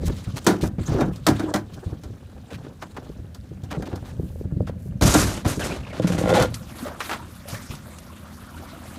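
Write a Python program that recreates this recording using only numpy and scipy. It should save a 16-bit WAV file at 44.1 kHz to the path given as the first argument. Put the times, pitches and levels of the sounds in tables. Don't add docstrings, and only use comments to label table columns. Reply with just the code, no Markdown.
import sys
import numpy as np
from scipy import signal
from scipy.fft import rfft, irfft, next_fast_len
from scipy.io import wavfile
from scipy.ndimage import uniform_filter1d

SR = 44100
rng = np.random.default_rng(int(sys.argv[2]) if len(sys.argv) > 2 else 0)


def bounce(signal):
    frames = np.transpose(np.atleast_2d(signal))
    limited = np.clip(frames, -1, 1)
    pcm = np.round(limited * 32767).astype(np.int16)
    wavfile.write(sys.argv[1], SR, pcm)


N = 396018
TIME = np.arange(N) / SR



def from_db(db):
    return 10 ** (np.asarray(db) / 20)


def rms_one(x):
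    return x / np.sqrt(np.mean(x ** 2) + 1e-20)


def in_time(rows):
    s, *columns = np.transpose(rows)
    return [np.interp(TIME, s, c) for c in columns]


def during(rows):
    lasting = (TIME >= rows[0][0]) & (TIME <= rows[-1][0])
    return uniform_filter1d(1.0 * lasting, size=400)


def add(out, s, sound):
    i = max(0, round(s * SR))
    out[i:i + len(sound)] += sound[:N - i]


def fade(t, t60):
    return np.exp(-np.log(1000) * t / t60)


def drift(rate):
    r = np.exp(-80 * np.pi * rate / SR)
    slow = signal.lfilter([1], [1, -2 * r, r * r], rng.standard_normal(N // 40 + 2002))[2000:]
    return np.interp(np.arange(N) / 40, np.arange(len(slow)), rms_one(slow))


def colour(x, spectrum):
    hz, db = np.transpose(spectrum)
    size = next_fast_len(len(x))
    octave, points = np.log2(np.fft.rfftfreq(size, 1 / SR) + 1), np.log2(hz)
    outside = np.abs(octave - np.clip(octave, points[0], points[-1]))
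    gain = from_db(np.interp(octave, points, db) - 24 * outside)
    return rms_one(irfft(rfft(x, size) * gain, size)[:len(x)])


def ring(clicks, hz, t60):
    r, w = from_db(-60 / (t60 * SR)), 2 * np.pi * hz / SR
    return signal.lfilter([0, np.sin(w)], [1, -2 * r * np.cos(w), r * r], clicks + 1e-18)


def grains(per_s, spread_db):
    sizes = from_db(spread_db * np.minimum(rng.exponential(1, N), 4)) * rng.choice([-1, 1], N)
    return sizes * (rng.random(N) < per_s / SR)


def patchy(x, depth_db, rate):
    size = next_fast_len(N)
    spectrum = rfft(x, size)
    place = 2 * np.log2(np.clip(np.fft.rfftfreq(size, 1 / SR) / 250, 1, 64))
    bands = (irfft(spectrum * np.maximum(0, 1 - np.abs(place - k)), size)[:N] for k in range(13))
    return rms_one(sum(band * from_db(depth_db * drift(rate)) for band in bands))


def friction(spectrum, per_s, spread_db, chatter_db, patchy_db):
    catches = grains(per_s, spread_db) * from_db(chatter_db * drift(30.5))
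    return patchy(colour(catches, spectrum), patchy_db, rate=18)


def strokes(rows, attack_s, release_t60):
    out, t = np.zeros((len(rows[0]) - 2, N)), TIME[:SR]
    for s, length, *db in rows:
        shape = np.minimum(t / attack_s, 1) * fade(np.maximum(t - length, 0), release_t60)
        i = max(0, round(s * SR))
        out[:, i:i + SR] = np.maximum(out[:, i:i + SR], from_db(db)[:, None] * shape[:N - i])
    return out


# start_s, crack_db, boom_db, clang_db, ring_length (a factor)
HARD_KNOCKS = [(0.4656, -4, -8, -16.5, 1.0), (0.634, -23.5, -20.5, -30, 0.62),
               (1.0077, -23.5, -16, -25.5, 0.69), (1.1582, -32, -48, -68, 0.7),
               (1.2658, -4.5, -15, -14.5, 0.73), (1.2849, -10.5, -12, -42, 0.61),
               (1.3945, -25.5, -22, -31, 0.91), (1.5386, -13.5, -18.5, -21, 0.72),
               (1.5584, -19.5, -27, -33.5, 0.74), (2.0342, -35.5, -36.5, -49.5, 1.0),
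               (2.8236, -27.5, -36, -30, 0.34), (2.969, -38, -57, -32.5, 0.26),
               (3.3456, -30.5, -64, -49.5, 0.54), (3.6349, -37, -41.5, -50, 0.94),
               (3.712, -26.5, -31.5, -32, 0.49), (3.8226, -28.5, -29.5, -35.5, 0.39),
               (3.957, -29, -65, -41, 0.5), (4.6704, -42, -40, -36.5, 0.63), (5.0109, -17, -17, -29, 0.87),
               (5.0225, -6, -27, -16, 0.24), (5.1463, -13, -10, -15.5, 0.38), (5.4472, -30, -20, -33, 1),
               (6.4222, -9, -27, -20.5, 0.55)]
# pitch_hz, level_db
HOLLOW_COLOUR = [(110, -28), (200, 0), (340, 2.5), (520, -17)]
CLANG_COLOUR = [(300, -14.5), (480, -7), (750, -1.5), (1150, -8), (1450, -5), (1900, -12), (2600, -22)]
CRACK_COLOUR = [(1400, 8), (2400, -7), (3200, 7.5), (4200, 8.5), (6500, 6.5), (10000, 0), (15500, -6.5)]


def knocks(boom_db=-2.0, clang_db=2.0, crack_db=-11.5, clang_t60=0.22, crack_t60=0.037,
           buzz_db=-5.5, buzz_t60=0.18, hollow_db=-3.5, hollow_t60=0.32):
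    out, t = np.zeros(N), TIME[:SR // 2]
    for s, crack, boom, clang, length in HARD_KNOCKS:
        white = rng.standard_normal((3, len(t)))
        hollow_shape = fade(t, hollow_t60 * length) * (1 - fade(t, 0.026))
        add(out, s, from_db(boom + hollow_db) * colour(white[2], HOLLOW_COLOUR) * hollow_shape)
        clang_shape = fade(t, clang_t60 * length) * (1 - fade(t, 0.0091))
        add(out, s, from_db(clang + clang_db) * colour(white[0], CLANG_COLOUR) * clang_shape)
        snap = fade(t, crack_t60 * length) + from_db(buzz_db) * fade(t, buzz_t60 * length)
        snap = snap * (1 - fade(t, 0.0066))
        add(out, s, from_db(crack + crack_db) * colour(white[1], CRACK_COLOUR) * snap)
    times, _, booms = np.transpose(HARD_KNOCKS)[:3]
    return out + body(times, from_db(booms + boom_db), soft_hz=3000, detune=0.0073)


# start_s, level_db, pitch_hz, pop_db, pop_pitch_hz
SOFT_THUMPS = [(0.03, -14.5, 91.5, -22, 370), (0.072, -18, 57, -39, 347), (0.099, -18.5, 168, -20.5, 330),
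               (0.271, -20.5, 107, -48, 347), (0.338, -21, 131, -47, 347), (0.628, -10.5, 152, -17.5, 356),
               (0.784, -15.5, 179, -27, 383), (0.805, -23, 80.4, -27, 314), (0.886, -15, 147, -30, 355),
               (0.916, -13.5, 110, -31, 331), (0.946, -15, 115, -28, 392), (1.021, -9.5, 243, -26, 331),
               (1.081, -17.5, 213, -23.5, 331), (1.32, -17, 94, -37, 345), (1.436, -28, 228, -19.5, 328),
               (1.861, -21, 85.5, -38, 363), (1.924, -22, 103, -31, 410), (2.057, -28, 71, -42, 331),
               (2.1, -28, 105, -37, 346), (2.351, -33, 78, -52, 579), (2.554, -29, 128, -49, 390),
               (3.094, -29, 234, -31, 400), (3.188, -29.5, 70, -37, 334), (3.24, -34, 110, -45, 382),
               (3.51, -28, 135, -33, 358), (3.633, -25, 99, -45, 380), (3.772, -18, 155, -29, 420),
               (3.793, -42, 85, -27, 417), (3.88, -40, 81, -26.5, 353), (3.93, -22.5, 92, -25.5, 334),
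               (4.022, -25.5, 109, -40, 670), (4.192, -17.5, 99, -22, 377), (4.232, -19.5, 180, -33, 333),
               (4.353, -26.5, 81, -34, 470), (4.406, -28, 72, -25.5, 390), (4.45, -20, 101, -31, 371),
               (4.523, -16, 148, -46, 339), (4.564, -17, 124, -32, 380), (4.601, -14, 120, -17.5, 479),
               (4.621, -26, 222, -37, 493), (4.691, -23.5, 119, -23.5, 504), (4.854, -25.5, 85.5, -34, 365),
               (5.046, -10.5, 85.4, -16, 630), (5.08, -13, 57, -28, 366), (5.46, -11, 107, -21, 377),
               (5.574, -21, 258, -23.5, 357), (5.664, -26, 125, -30, 623), (6.404, -13.5, 158, -28, 318),
               (6.473, -25, 83, -40, 333), (6.518, -27, 80, -37, 557), (7.21, -30, 127, -48, 400),
               (7.527, -24.5, 112, -49, 541), (7.70, -23, 98, -51, 330)]


def thumps(push_db=5.0, cycles=7.0, ring_db=-10.5, pop_db=12.5, pop_cycles=6.55, pop_lag=0.00483):
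    out, t = np.zeros(N), TIME[:SR // 4]
    for s, db, hz, pop, pop_hz in SOFT_THUMPS:
        push = np.sin(2 * np.pi * hz * t) * fade(t, cycles / hz) * (1 - fade(t, 1 / hz))
        add(out, s, from_db(db + push_db) * push)
        swell = (1 - fade(t, 2 / pop_hz)) ** 3
        hollow_pop = np.sin(2 * np.pi * pop_hz * t) * fade(t, pop_cycles / pop_hz) * swell
        add(out, s + pop_lag, from_db(pop + pop_db) * hollow_pop)
    times, levels = np.transpose(SOFT_THUMPS)[:2]
    return out + body(times, from_db(levels + ring_db), soft_hz=224)


# pitch_hz, level_db, t60_s
BODY_MODES = [(68, -15, 0.51), (103.5, -16, 0.97), (140.6, -12, 0.42), (184.6, -6, 0.38),
              (207.7, -6.5, 0.24), (266.1, -7, 0.31), (306.2, -3, 0.28), (329.2, -8.5, 0.2),
              (440, -20.5, 0.32), (483, -17, 0.12), (594.4, -8.5, 0.15), (710, -16.5, 0.23),
              (764, -14, 0.18), (1000, -21.5, 0.26), (1340, -22, 0.12), (1608, -18.5, 0.026),
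              (2400, -17, 0.09), (3080, -30, 0.28), (3700, -17, 0.089), (4000, -44, 0.14),
              (5700, -23, 0.15), (6150, -13, 0.15)]


def body(times, gains, soft_hz, detune=0.04):
    out, t = np.zeros(N), TIME[:SR // 3].astype(np.float32)
    hz, db, t60 = np.transpose(BODY_MODES)
    heard = hz < 4 * soft_hz
    softened = from_db(db) / np.hypot(1, (hz / soft_hz) ** 2)
    decays = softened[heard, None] * fade(t, t60[heard, None])
    for s, gain in zip(times, gains):
        strength, shift = rng.standard_normal((2, len(BODY_MODES)))
        pitch = (2 * np.pi * hz * (1 + detune * shift))[heard, None].astype(np.float32)
        weights = (from_db(3 * strength) * (-1) ** np.arange(len(hz)))[heard]
        add(out, s, gain * weights @ (np.sin(pitch * t) * decays))
    return out


# start_s, length_s, rub_db, hiss_db
DECK_DRAGS = [(0.0, 0.15, -40, -47.5), (0.137, 0.11, -47, -49), (0.254, 0.26, -43.5, -49.5),
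              (0.473, 0.05, -28.5, -45), (0.789, 0.11, -51, -45.5), (0.861, 0.07, -34, -39.5),
              (.95, 0.082, -30, -46.5), (1.1, 0.2, -49, -55.5), (1.28, 0.15, -42, -44.5),
              (1.427, 0.074, -31.5, -52), (1.686, 0.27, -44.5, -55.5), (2.476, 0.22, -44, -59.5),
              (2.79, 0.35, -47, -57.5), (3.74, 0.24, -40.5, -56.5), (3.97, 0.16, -47.5, -57.5),
              (4.177, 0.29, -54, -66)]
DRAG_ATTACK_S, DRAG_RELEASE_T60_S = 0.018, 0.35
# time_s, rub_db, hiss_db
QUIET_STIR = [(0, -54, -69), (2.2, -52, -62), (5.0, -55.5, -73.5)]
# pitch_hz, level_db
RUB_COLOUR = [(150, -34), (250, 6.5), (412, 2.5), (835, -4.5), (956, -9), (1770, -15), (1960, -35),
              (3000, -67.5), (3900, -53), (6600, -120)]
HISS_COLOUR = [(1100, 3), (1900, -5.5), (3800, -2), (5200, -7), (7500, -8), (11000, -16.5), (15500, -20)]


def shuffling(rub_db=0.0, hiss_db=0.0):
    stirring = from_db(in_time(QUIET_STIR)) * during(QUIET_STIR)
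    rub, hiss = np.maximum(strokes(DECK_DRAGS, DRAG_ATTACK_S, DRAG_RELEASE_T60_S), stirring)
    rubbing = friction(RUB_COLOUR, per_s=2500, spread_db=-2.5, chatter_db=5.0, patchy_db=0.5)
    hissing = friction(HISS_COLOUR, per_s=8000, spread_db=1.0, chatter_db=2.5, patchy_db=3.5)
    return rub * from_db(rub_db) * rubbing + hiss * from_db(hiss_db) * hissing


# start_s, length_s, start_pitch_hz, end_pitch_hz, level_db
DRUM_GROANS = [(0.939, 0.0828, 435, 291, -19.5), (1.423, 0.091, 318, 299, -25)]
GROAN_ATTACK_S, GROAN_RELEASE_T60_S = 0.012, 0.054


def groans(waver=0.021, flutter_db=3.0, octave_db=-21.0):
    out, wobble = np.zeros(N), 1 + waver * drift(82)
    for s, length, start_hz, end_hz, db in DRUM_GROANS:
        pitch = np.interp(TIME, [s, s + length], [start_hz, end_hz]) * wobble
        phase = 2 * np.pi * np.cumsum(pitch) / SR
        gain, = strokes([(s, length, db)], GROAN_ATTACK_S, GROAN_RELEASE_T60_S)
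        out += gain * (np.sin(phase) + from_db(octave_db) * np.sin(2 * phase))
    return out * from_db(flutter_db * drift(67))


# start_s, length_s, level_db, centre_hz
SHORT_SCUFFS = [(0.051, 0.04, -38, 5970), (0.072, 0.039, -42, 750), (0.14, 0.069, -48.5, 3960),
                (0.354, 0.043, -38.5, 4400), (0.359, 0.038, -38, 800), (0.441, 0.013, -41, 7500),
                (0.606, 0.031, -37.5, 4000), (0.624, 0.073, -44, 6000), (0.779, 0.031, -39.5, 635),
                (0.869, 0.18, -32, 322), (1.729, 0.03, -49, 3650), (2.495, 0.078, -43.5, 1890),
                (2.626, 0.053, -54.5, 1790), (2.814, 0.031, -41, 1220), (2.963, 0.019, -37, 1000),
                (3.7, 0.037, -39, 1500), (3.724, 0.054, -33, 420), (3.851, 0.033, -45, 2400),
                (3.908, 0.038, -37, 447), (4.03, 0.11, -49.5, 960), (4.043, .07, -58.5, 8000),
                (4.135, 0.35, -61, 11900), (4.663, 0.045, -47.5, 2600), (4.77, .15, -60.5, 11000),
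                (5.149, 0.019, -17.5, 637)]


def scuffs():
    out, grit = np.zeros(N), grains(per_s=5500, spread_db=4.5)
    for s, length, db, hz in SHORT_SCUFFS:
        stroke = grit[round(s * SR):round((s + length) * SR)]
        spectrum = [(hz / 3, -6), (hz, 0), (hz * 2, -7), (hz * 8, -26), (hz * 40, -50)]
        add(out, s, from_db(db) * colour(stroke, spectrum) * signal.windows.tukey(len(stroke), .6))
    return out


# start_s, length_s, grind_db, rasp_db
SIDE_SCRAPES = [(5.018, 0.021, -17, -22.5), (5.052, .058, -17.5, -19), (5.136, 0.0088, -13, -16),
                (5.174, 0.019, -18, -19.5), (5.21, 0.027, -21, -25), (5.26, 0.071, -27, -32),
                (5.33, 0.043, -28, -38.5), (5.45, 0.03, -24, -37), (5.472, 0.047, -26, -29),
                (5.592, 0.02, -25, -34.5), (5.636, 0.031, -26.5, -32.5), (5.69, 0.071, -29, -44),
                (5.82, 0.092, -39.5, -55.5), (5.925, 0.071, -33.5, -54.5), (6.018, 0.024, -28, -44),
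                (6.069, 0.0087, -26, -32.5), (6.118, 0.01, -24, -34), (6.178, 0.013, -26.5, -33),
                (6.22, 0.069, -27, -42), (6.288, 0.016, -21, -35), (6.335, 0.073, -17, -33)]
SCRAPE_ATTACK_S, SCRAPE_RELEASE_T60_S = 0.0044, 0.24
# pitch_hz, level_db
GRIND_COLOUR = [(130, -26), (220, -4.5), (290, -2), (430, -7.5), (580, -5), (750, -11.5), (1150, -14.5),
                (1500, -14.5), (2300, -19.5), (4000, -22.5), (8000, -39)]
RASP_COLOUR = [(1100, 5), (1900, -4.5), (3000, -5), (4700, -2), (6500, 1.5), (9000, -3), (12000, -6),
               (15500, -23)]
# start_s, length_s, level_db
BOAT_BOOMS = [(5.016, 0.013, -8.5), (5.13, 0.095, -18.5)]
BOOM_ATTACK_S, BOOM_RELEASE_T60_S = 0.0081, 0.37


def scraping(grind_db=-3.5, rasp_db=-2.5):
    grind, rasp = strokes(SIDE_SCRAPES, SCRAPE_ATTACK_S, SCRAPE_RELEASE_T60_S)
    grinding = friction(GRIND_COLOUR, per_s=2500, spread_db=2.5, chatter_db=1.5, patchy_db=1.5)
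    rasping = friction(RASP_COLOUR, per_s=9000, spread_db=2.5, chatter_db=1.8, patchy_db=1.0)
    swell, = strokes(BOAT_BOOMS, BOOM_ATTACK_S, BOOM_RELEASE_T60_S)
    boom_colour = [(32, -18), (48, 5.5), (70, 12.0), (110, 7), (250, -7.5)]
    boom = swell * colour(rng.standard_normal(N), boom_colour)
    return grind * from_db(grind_db) * grinding + rasp * from_db(rasp_db) * rasping + boom


# start_s, length_s, start_pitch_hz, end_pitch_hz, level_db
PLASTIC_SQUEAKS = [(.80, 0.024, 5000, 7340, -64), (0.854, 0.031, 6100, 7400, -34.5),
                   (1.469, 0.038, 1050, 930, -32), (5.598, 0.043, 1660, 1460, -29.5),
                   (5.601, 0.049, 3150, 2800, -33), (5.622, 0.046, 1895, 2080, -40),
                   (5.694, 0.049, 2150, 2950, -34), (5.711, 0.014, 1640, 1380, -32),
                   (5.76, 0.048, 1600, 1340, -51), (5.832, 0.0088, 2300, 3230, -40),
                   (5.846, 0.012, 2210, 3000, -39), (5.867, 0.014, 2160, 2900, -39),
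                   (5.886, 0.058, 2360, 2060, -41.5), (6.329, 0.088, 985, 656, -17),
                   (6.36, 0.1, 499, 525, -18)]


def squeaks(flutter_db=-1.5, octave_db=-19.0):
    out, flutter = np.zeros(N), drift(300)
    wobble = 1 + .085 * drift(500)
    for s, length, start_hz, end_hz, db in PLASTIC_SQUEAKS:
        span = np.arange(round(s * SR), round((s + length) * SR))
        pitch = np.geomspace(start_hz, end_hz, len(span)) * wobble[span]
        phase = 2 * np.pi * np.cumsum(pitch) / SR
        tone = np.sin(phase) + from_db(octave_db) * np.sin(2 * phase)
        add(out, s, from_db(db + flutter_db * flutter[span]) * np.hanning(len(span)) * tone)
    return out


# time_s, slips_per_s, level_db
GUNWALE_SLIPS = [(5.997, 20.8, -13), (6.047, 17.1, -16), (6.1, 19, -18.5), (6.15, 27.2, -21.5),
                 (6.218, 44, -21.5), (6.279, 63.7, -19.5), (6.39, 130, -26.5), (6.429, 130, -25.5),
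                 (6.472, 75, -45)]
# pitch_hz, level_db, t60_s
WALL_MODES = [(111.4, -12.5, 0.74), (177, 1, 0.11), (307, -1.5, 0.087), (504, 6.5, 0.05), (630, 4, 0.036),
              (800, -1, 0.066), (1050, -5, 0.03), (1400, -1.5, 0.088), (2035.5, 1, 0.019),
              (3070, 2.5, 0.033), (3530, 5.5, 0.039)]
SLIP_BRIGHT_HZ, SLIP_BRIGHT_RISE_HZ = 139, 12.1


def judder(slip_db=-0.5, uneven_db=4.0, rasp_db=-20.0):
    s, rate, db = np.transpose(GUNWALE_SLIPS)
    bright_hz = SLIP_BRIGHT_HZ + SLIP_BRIGHT_RISE_HZ * rate
    out, clicks, now, t = np.zeros(N), np.zeros((len(WALL_MODES), N)), s[0], TIME[:SR // 20]
    wall_hz = np.array(WALL_MODES)[:, 0]
    chance = rng.standard_normal((120, len(WALL_MODES) + 1))
    white = rng.standard_normal((120, len(t)))
    for row, grit in zip(chance, white):
        if now > s[-1]:
            break
        level, edge_hz = np.interp(now, s, db), np.interp(now, s, bright_hz)
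        strength = from_db(level + slip_db + uneven_db * row[1:])
        clicks[:, round(now * SR)] = strength / np.hypot(1, (wall_hz / edge_hz) ** 2)
        rasp = colour(grit, [(300, -5), (edge_hz, 0), (2 * edge_hz, -12), (16000, -42)])
        add(out, now, from_db(level + rasp_db) * rasp * fade(t, .035))
        now += max((1 + .04 * row[0]) / np.interp(now, s, rate), .003)
    for k, (hz, level, t60) in enumerate(WALL_MODES):
        out += (-1) ** k * from_db(level) * ring(clicks[k], hz, t60)
    return out


# start_s, length_s, slosh_db, spray_db
DRUM_WAVES = [(6.525, 0.02, -43, -48.5), (6.68, 0.036, -45, -50), (6.745, 0.096, -42, -46),
              (6.84, 0.069, -37.5, -51), (6.99, 0.093, -42, -42), (7.085, 0.044, -36, -48.5),
              (7.47, 0.064, -40.5, -42.5), (7.58, 0.048, -53, -47.5), (7.69, 0.05, -45, -49.5),
              (7.84, 0.1, -47.5, -53)]
WAVE_ATTACK_S, WAVE_RELEASE_T60_S = 0.016, 0.61
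# time_s, slosh_db, spray_db
STEADY_LAPPING = [(6.5, -53, -54.5), (8.1, -50, -56), (8.98, -44, -52)]
# pitch_hz, level_db
SLOSH_COLOUR = [(150, -12), (250, 12.5), (438, -7), (545, 0.5), (862, -3.5), (1330, -1.5), (1730, -10.5),
                (2270, -21.5), (3000, -39), (3900, -38), (6600, -120)]
SPRAY_COLOUR = [(1060, -8), (1800, -4), (3030, -6.5), (3670, -5.5), (5390, -10.5), (11800, -11),
                (15300, -20), (16000, -40)]
# start_s, level_db, centre_hz, t60_s
WATER_SLAPS = [(6.542, -11.5, 5700, 0.055), (6.865, -14, 590, 0.11), (6.88, -15, 547, 0.071),
               (7.004, -6.5, 1400, 0.094), (7.094, -9.5, 1250, 0.12), (7.112, -7.5, 1400, 0.14),
               (7.131, -8, 1130, 0.1), (7.544, -19, 1690, 0.093), (7.707, -22.5, 2410, 0.12),
               (7.752, -23, 5800, 0.035), (7.986, -21, 5500, 0.026)]


def lake(slosh_db=0.5, spray_db=3.0, slap_db=-16.5):
    lapping = from_db(in_time(STEADY_LAPPING)) * during(STEADY_LAPPING)
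    slosh, spray = np.maximum(strokes(DRUM_WAVES, WAVE_ATTACK_S, WAVE_RELEASE_T60_S), lapping)
    wash = colour(rng.standard_normal(N), [(250, 0), (3000, 0)])
    froth = bubbles(per_s=900, cycles=24.0) + .5 * wash
    out = slosh * from_db(slosh_db) * patchy(colour(froth, SLOSH_COLOUR), depth_db=2.5, rate=18)
    droplets = friction(SPRAY_COLOUR, per_s=14000, spread_db=3.0, chatter_db=-0.5, patchy_db=3.5)
    out += spray * from_db(spray_db) * droplets
    t = TIME[:SR // 4]
    for s, db, hz, t60 in WATER_SLAPS:
        splash = colour(rng.standard_normal(len(t)), [(hz / 4, -8), (hz, 0), (hz * 2, -9), (16000, -34)])
        add(out, s, from_db(db + slap_db) * splash * fade(t, t60) * (1 - fade(t, 0.0013)))
    return out


def bubbles(per_s, cycles, count=30):
    born, dealt = grains(per_s, spread_db=0.0), rng.integers(0, count, N)
    pitches = enumerate(np.geomspace(330, 2800, count))
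    return rms_one(sum(hz * ring(born * (dealt == k), hz, cycles / hz) for k, hz in pitches))


# start_s, level_db, start_pitch_hz, t60_s
LARGE_BUBBLES = [(6.76, -48, 410, 0.066), (6.826, -21.5, 245, 0.13), (6.855, -23.5, 560, 0.069),
                 (6.915, -44, 1370, .05), (6.96, -33, 1230, 0.037), (7.165, -43, 1140, .06),
                 (7.2, -34.5, 924, 0.1), (7.225, -37, 840, 0.038), (7.455, -32, 550, 0.063),
                 (7.54, -29, 556, 0.062), (7.548, -27.5, 1700, 0.042), (7.72, -35, 368, 0.069),
                 (8.1, -38, 1050, 0.084), (8.73, -39, 655, 0.2)]


def gurgles(rise=0.14):
    out = np.zeros(N)
    for s, db, hz, t60 in LARGE_BUBBLES:
        t = TIME[:round(t60 * SR)]
        tone = np.sin(2 * np.pi * hz * t * (1 + rise * t / t60))
        add(out, s, from_db(db) * tone * fade(t, t60) * (1 - fade(t, 0.0051)))
    return out


def ripples(per_s=30, tick_db=-51.0, cycles=36.0, count=12, air_db=-64.0):
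    born, dealt = grains(per_s, spread_db=0.0), rng.integers(0, count, N)
    pitches = enumerate(np.geomspace(2500, 10500, count))
    ticks = sum(ring(born * (dealt == k), hz, cycles / hz) for k, hz in pitches)
    air = colour(rng.standard_normal(N), [(1500, 4), (5000, -8), (11000, -10), (15500, -13)])
    return from_db(tick_db) * ticks + from_db(air_db) * air


# time_s, level_db
HULL_ROCKING = [(0.0, -23.5), (0.32, -42), (0.92, -34.5), (1.52, -41), (3.15, -42), (5.3, -31.5),
                (5.85, -36.5), (6.25, -28.5), (6.8, -43), (8.98, -46.5)]
# pitch_hz, level_db
HULL_COLOUR = [(13, -40), (22, -29), (43, 4), (91, 10), (214, 2), (267, -3), (308, -24), (342, -20),
               (411, -17.5), (445, -32), (500, -11), (650, -22), (1100, -120)]
SHAKE_ATTACK_S, SHAKE_T60_S = 0.0063, 0.31
# pitch_hz, level_db
HUM_TONES = [(80.7, -46), (174, -53), (206, -49), (242.2, -52.5), (500.6, -76)]
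# time_s, level_db
HUM_LEVEL = [(0, -9), (6.4, -13), (7.4, -1.5), (8.2, -3), (8.98, -1)]


def hull(rumble_db=-0.5, lumps_db=2.5, shake_db=-10.5):
    shakes = [(s, SHAKE_ATTACK_S, db + shake_db) for s, db, *_ in SOFT_THUMPS]
    shaken, = strokes(shakes, SHAKE_ATTACK_S, SHAKE_T60_S)
    rocking = from_db(in_time(HULL_ROCKING)[0] + rumble_db + lumps_db * drift(20))
    rumble = np.hypot(rocking, shaken) * colour(rng.standard_normal(N), HULL_COLOUR)
    hum = np.zeros(N)
    for hz, db in HUM_TONES:
        phase = 2 * np.pi * np.cumsum(hz * (1 + 0.0084 * drift(3.06))) / SR
        hum += from_db(db + 2.0 * drift(12.0)) * np.sin(phase)
    return rumble + np.sqrt(2) * from_db(in_time(HUM_LEVEL)[0]) * hum


def scene():
    boat = knocks() + thumps() + shuffling() + groans() + scuffs() + scraping() + squeaks() + judder()
    water = lake() + gurgles() + ripples()
    return (boat + water + hull())[None]


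CUTOFF_HZ = 15500


def record(dry):
    thin = signal.sosfilt(signal.butter(3, 34, "high", fs=SR, output="sos"), dry)
    rounded = .72 * np.tanh(thin / .72)
    return signal.sosfilt(signal.ellip(10, .2, 80, CUTOFF_HZ, fs=SR, output="sos"), rounded)


dry = scene()
out = record(dry)
bounce(out)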